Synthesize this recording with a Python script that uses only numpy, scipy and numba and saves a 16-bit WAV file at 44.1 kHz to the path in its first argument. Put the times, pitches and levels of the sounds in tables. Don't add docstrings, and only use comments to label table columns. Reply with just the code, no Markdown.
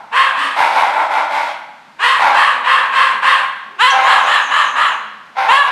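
import sys
import numpy as np
from scipy import signal
from scipy.fft import rfft, irfft
from scipy.io import wavfile
from scipy.ndimage import uniform_filter1d, minimum_filter1d
from numba import njit

SR = 44100
rng = np.random.default_rng(int(sys.argv[2]) if len(sys.argv) > 2 else 0)


def master(y):
    cut = np.clip(np.atleast_2d(y).T, -1, 1)
    pcm = np.round(cut * 32767)
    wavfile.write(sys.argv[1], SR, pcm.astype(np.int16))


N = 251811
TIME = np.arange(N) / SR

# (frequency [Hz], width [Hz], level [dB])
LOW_DOG_THROAT = [(251, 61, -18), (546, 53, -46), (853, 367, 13.5), (1293, 232, 5.5), (2064, 260, -1),
                  (3170, 568, -13.5), (7420, 3500, -29), (10170, 990, -49)]
# (frequency [Hz], time to fade by 60 dB [s])
ROOM_RING_TIMES = [(150, 1), (500, 0.87), (1000, 0.86), (2000, 0.99), (4000, 0.87), (8000, 0.52),
                   (13000, 0.73)]


def from_db(db):
    return 10 ** (np.asarray(db) / 20)


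def unit_level(x):
    return x / np.sqrt(np.mean(x ** 2) + 1e-20)


def at_hz(points, hz):
    row_hz, value = np.transpose(points)
    return np.interp(np.log(hz + 1e-9), np.log(row_hz), value)


def butter(x, hz, kind, order=2):
    return signal.sosfilt(signal.butter(order, hz, kind, fs=SR, output="sos"), x)


def wobble(hz):
    return unit_level(butter(rng.standard_normal(N + SR), hz, "low")[SR:])


def steady(x):
    return x / np.sqrt(np.abs(uniform_filter1d(x ** 2, size=900)) + 1e-12)


@njit
def resonate(x, turn, r):
    y = np.zeros(len(x))
    for i in range(2, len(x)):
        y[i] = (1 - r * r) / 2 * (x[i] - x[i - 2]) + r * (2 * np.cos(turn[i]) * y[i - 1] - r * y[i - 2])
    return y


def throat(x, resonances, stretch):
    out = 0
    for hz, width, db in resonances:
        r, turn = np.exp(-np.pi * width / SR), 2 * np.pi * hz * stretch / SR
        out = out + from_db(db) * resonate(resonate(x, turn, r), turn, r)
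    return out


def background():
    # (frequency [Hz], relative level [dB])
    noise_shape = [(30, -21), (100, -14.5), (220, 2), (400, -9), (1000, 3), (4000, -13), (13000, -35)]
    hz = np.arange(N // 2 + 1) * SR / N
    noise = irfft(rfft(rng.standard_normal(N)) * from_db(at_hz(noise_shape, hz)), N)
    ring = unit_level(throat(rng.standard_normal(N), LOW_DOG_THROAT, np.ones(N)))
    ring_db = -33.5 - 60 * TIME / at_hz(ROOM_RING_TIMES, 1000)
    return from_db(-45.5) * unit_level(noise) + from_db(ring_db) * ring


def jaws(table):
    along = [np.clip((TIME - start) / length, 0, 1) for start, _, length, *_ in table]
    return np.clip(sum(np.sin(np.pi * a ** 0.74) for a in along), 0, 1)


def progress(age, rise, length):
    return np.clip(age / rise, 0, 1), np.clip((age - rise) / (length - rise), 0, 1)


def voice_box(table, sag, waver, waver_hz):
    scoop_s, hold_s, break_s, break_share = .053, .028, .018, .21
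    frayed, fray_after_s, fray_s = .68, .125, .1245
    rows = np.array(table)
    latest_cry = np.maximum(np.searchsorted(rows[:, 0], TIME, side="right") - 1, 0)
    start, rise, length, _, _, _, first_hz, top_hz, base_rough = rows[latest_cry].T
    age = TIME - start
    risen, fallen = progress(age, rise, length)
    scooped = np.clip(age / scoop_s, 0, 1)
    broken = np.clip((age - scoop_s - hold_s) / break_s, 0, 1)
    climb = (1 - break_share) * scooped + break_share * broken
    pitch = (first_hz + (top_hz - first_hz) * climb) * (1 - sag * fallen ** 2)
    worn = np.clip((age - fray_after_s) / fray_s, 0, 1)
    rough = base_rough * (1 + .3883 * (1 - risen))
    rough += (frayed - base_rough) * worn
    return pitch * (1 + waver * rough * wobble(waver_hz)), rough


def vocal_folds(pitch, rough, opening, jitter, jitter_hz, doubling, turbulence, hiss, rattle_hz, rattle):
    rough = np.clip(rough, .02, 1)
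    shaky_hz = pitch * (1 + jitter * rough * np.sqrt(rough) * wobble(jitter_hz))
    phase = 2 * np.pi * np.cumsum(shaky_hz) / SR
    pulses = unit_level(sum(np.cos(k * phase - .15 * k * k) for k in np.arange(1, 27)))
    uneven = 1 + doubling * rough * np.tanh(wobble(104)) * np.cos(phase / 2)
    puffs = unit_level(rng.standard_normal(N) * (1 + 0.31 * np.cos(phase)))
    air = turbulence * rough ** 2 * puffs
    air += hiss * opening ** 2 * butter(puffs, 9200, "high")
    flaps = np.cumsum(rattle_hz * np.exp(.33 * wobble(56.1))) / SR
    bursts = np.exp(rough * (rattle * np.cos(2 * np.pi * flaps) + 0.32 * wobble(37)))
    flow = pulses * uneven + air
    lows = butter(flow, 1500, "low", order=1)
    return lows * bursts + (flow - lows) * np.sqrt(bursts)


def cries(voice, table, edge_s, release_s, fade_db, fade_bend, early_rasp_db, late_rasp_db, shrill_db):
    split_hz = 2300
    body = steady(butter(voice, split_hz, "low", order=4))
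    rasp = steady(butter(voice, split_hz, "high", order=4))
    out = np.zeros(N)
    for start, rise, length, level_db, swell_db, rasp_db, *_ in table:
        age = TIME - start
        risen, fallen = progress(age, rise, length)
        gate = np.clip(age / edge_s, 0, 1) * np.exp(-np.maximum(age - length, 0) / release_s)
        effort = from_db(level_db - swell_db * (1 - risen) - fade_db * fallen ** fade_bend)
        bite = from_db(rasp_db + shrill_db + early_rasp_db * (1.5 - risen) + late_rasp_db * fallen ** 2)
        out += gate * effort * (body + bite * rasp)
    return out


def high_dog(facing):
    # (start [s], rise [s], length [s], relative level [dB], swell [dB], rasp [dB],
    # first pitch [Hz], top pitch [Hz], roughness [0-1])
    yells = [ (.112, 0.059, 0.23, -8, 14, -18.5, 420, 558.9, .42),
             (0.349, 0.06, 0.21, -16.5, 9, -11, 525.4, 624.6, 0.88),
             (1.984, 0.054, 0.25, -9.5, 14, -13.5, 321.7, 535, 0.4),
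             (2.329, 0.0552, .25, -9.5, 5, -16.5, 489.8, 552.2, .55),
             (2.632, 0.067, .25, -9, 7.5, -18.5, 469.8, 540.7, 0.41),
             (2.912, 0.0612, .245, -9, 10, -17, 489.8, 537.8, 0.41),
             (3.212, .06, 0.23, -8.5, 7, -16.5, 470.1, 541.4, .42),
             (3.778, 0.034, 0.22, -7.5, 17.5, -10, 329.3, 551.5, 0.14),
             (4.022, 0.092, .235, -9.5, 5.5, -9.5, 489.6, 540.8, .45),
             (4.249, 0.095, .2, -10.5, 5, -8.5, 479.9, 556.3, .8),
             (4.492, 0.09593, .21, -10.5, 4, -10.5, 438, 559, 0.78),
             (4.744, 0.073, 0.21, -10, 6, -12.5, 430.7, 559, 0.83),
             (5.476, 0.051, 0.23, -8, -1.5, -13, 408.6, 573.3, 0.17)]
    # (frequency [Hz], width [Hz], level [dB])
    muzzle_up = [(511, 100, -8.5), (1120, 392, 10), (1743, 356, 9), (2764, 1440, 3.5), (3980, 327, -2),
                 (7600, 2070, -10.5), (8955, 470, -13.5), (13200, 630, -61)]
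    jaws_wide = [(573, 57, -9.5), (1143, 425, 8.5), (1631, 254, 6.5), (2879.6, 530, 0.5), (3163, 165, -3.5),
                 (3909, 267, -4.5), (7460, 850, -18.5), (9260, 1320, -23.5), (12528, 1200, -37)]
    opening = jaws(yells)
    pitch, rough = voice_box(yells, sag=.05, waver=0.0061, waver_hz=24.95)
    buzz = vocal_folds(pitch, rough, opening, jitter=.155, jitter_hz=167.66, doubling=1.37,
                       turbulence=4.4, hiss=0.18, rattle_hz=124.6, rattle=0.032)
    stretch = 1 + 0.22 * (opening - .8)
    voice = (1 - facing) * throat(buzz, muzzle_up, stretch) + facing * throat(buzz, jaws_wide, stretch)
    shrill_db = 6 * np.clip(1 - rough / .22, 0, 1)
    howl = cries(voice, yells, edge_s=0.021, release_s=0.019, fade_db=14.5, fade_bend=1.66,
                 early_rasp_db=-2.5, late_rasp_db=-3, shrill_db=shrill_db)
    return from_db(-1.64) * howl + squeaks() + wheeze(opening)


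def room_echo(x):
    t, hz = TIME[:SR], np.arange(SR // 2 + 1)
    noise_spectrum = rfft(rng.standard_normal(SR))
    edges_hz = np.geomspace(60, 16000, 10)
    tail = 0
    for low, high in zip(edges_hz, edges_hz[1:]):
        band = irfft(noise_spectrum * ((hz >= low) & (hz < high)), SR)
        tail = tail + band * from_db(-60 * t / at_hz(ROOM_RING_TIMES, np.sqrt(low * high)))
    build_up = np.clip((t - .003) / .008, 0, 1)
    tail = tail * build_up * (1 + .8 * np.exp(-t / .05))
    return signal.fftconvolve(x, tail / np.sqrt(np.sum(tail ** 2)))[:N]


def whines():
    # (start [s], end [s], first pitch [Hz], last pitch [Hz], level [dB])
    glides = [(0.342, 0.507, 265, 282, -40.5), (2.519, 2.634, 230, 257.2, -43.5),
              (2.815, 2.956, 245, 268.2, -50.5), (3.106, 3.219, 260, 220, -45),
              (3.405, 3.498, 270, 184.5, -62), (3.68, 3.811, 390, 400.3, -48),
              (4.438, 4.505, 265, 294.4, -47), (4.662, 4.761, 268, 247.8, -48.5),
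              (4.943, 5.099, 260, 201.8, -51)]
    waver = 1 + 0.0746 * wobble(38.95)
    out = np.zeros(N)
    for start, end, first_hz, last_hz, db in glides:
        along = np.clip((TIME - start) / (end - start), 0, 1)
        phase = 2 * np.pi * np.cumsum((first_hz + (last_hz - first_hz) * along) * waver) / SR
        tone = np.sin(phase) + 1.02 * np.sin(2 * phase)
        out += from_db(db) * np.sqrt(4 * along * (1 - along)) * tone
    return out


def low_dog():
    # (start [s], rise [s], length [s], relative level [dB], swell [dB], rasp [dB],
    # first pitch [Hz], top pitch [Hz], roughness [0-1])
    growls = [ (.55, 0.049, .18, -11.5, 10.2, -6.5, 245, 277.8, 0.855),
              (.72, 0.057, .19, -11, 13, -7.5, 255.5, 275.7, .7),
              (.92, 0.088, 0.15, -13.5, 6.3, -12.5, 280.1, 328, 0.61),
              (1.09, 0.097, 0.17, -14, 4.6, -10.5, 274.8, 307.9, .56),
              (1.29, 0.078, .23, -17.5, 6, -5.5, 274.9, 297.7, 0.599),
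              (2.19, 0.072, 0.187, -10.5, 3.03, -9.5, 250.3, 276.3, 0.616),
              (3.91, 0.061, .41, -12, 5.4, -11, 257.5, 260.5, .36),
              (5.345, 0.041, 0.21, -13.5, 23.2, -9.5, 245.3, 269.6, 0.48),
              (5.652, 0.018, 0.082, -19.5, 3.7, -6, 252.5, 250.6, 0.41)]
    opening = jaws(growls)
    pitch, rough = voice_box(growls, sag=.02, waver=.035, waver_hz=18)
    buzz = vocal_folds(pitch, rough, opening, jitter=.13, jitter_hz=150, doubling=1.5,
                       turbulence=2.7, hiss=1.3, rattle_hz=85, rattle=.6)
    voice = throat(buzz, LOW_DOG_THROAT, stretch=1 + 0.138 * (opening - .7))
    howl = cries(voice, growls, edge_s=0.023, release_s=0.0097, fade_db=12, fade_bend=1.3,
                 early_rasp_db=4, late_rasp_db=4.5, shrill_db=-6.0)
    return from_db(-0.5) * howl


def whistle(hz, half_width_hz=300):
    drift = .025 * wobble(18)
    phase = 2 * np.pi * np.cumsum(hz * (1 + drift)) / SR
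    return wobble(half_width_hz) * np.cos(phase) + wobble(half_width_hz) * np.sin(phase)


def squeaks(half_length_s=.01):
    # (time [s], pitch [Hz], level [dB])
    catches = [(3.799, 5920, -54), (3.913, 6032, -26.5)]
    return sum(from_db(db) * np.exp(-((TIME - when) / half_length_s) ** 2) * whistle(hz)
               for when, hz, db in catches)


def wheeze(opening, start_s=3.93, end_s=5.0, closed_hz=6343):
    along = np.clip((TIME - start_s) / (end_s - start_s), 0, 1)
    swell = 2 * np.sqrt(along * (1 - along))
    flutter_db = 2.5 * wobble(15)
    return from_db(-43 + flutter_db) * swell * whistle(closed_hz * (1 + .13 * opening))


def scene():
    facing = np.clip((TIME - 3.6) / .1, 0, 1)
    high = high_dog(facing)
    low = low_dog() + whines()
    echo = room_echo(high * from_db(-2.5 * facing) + low)
    return (high + low + from_db(-2) * echo + background())[None]


def record(dry):
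    ceiling, cutoff_hz = .94, 13200
    rumble = from_db(-32.5) * butter(dry ** 2, [30, 220], "band")
    low_mids = signal.lfilter(*signal.iirpeak(395, 3.5, fs=SR), dry)
    hollow = dry + rumble - from_db(-14.5) * low_mids
    needed_gain = ceiling / np.maximum(np.abs(hollow), ceiling)
    smooth_gain = uniform_filter1d(minimum_filter1d(needed_gain, size=33), size=33)
    treble_cut = signal.ellip(10, .1, 80, cutoff_hz, fs=SR, output="sos")
    return signal.sosfilt(treble_cut, hollow * smooth_gain)


dry = scene()
out = record(dry)
master(out)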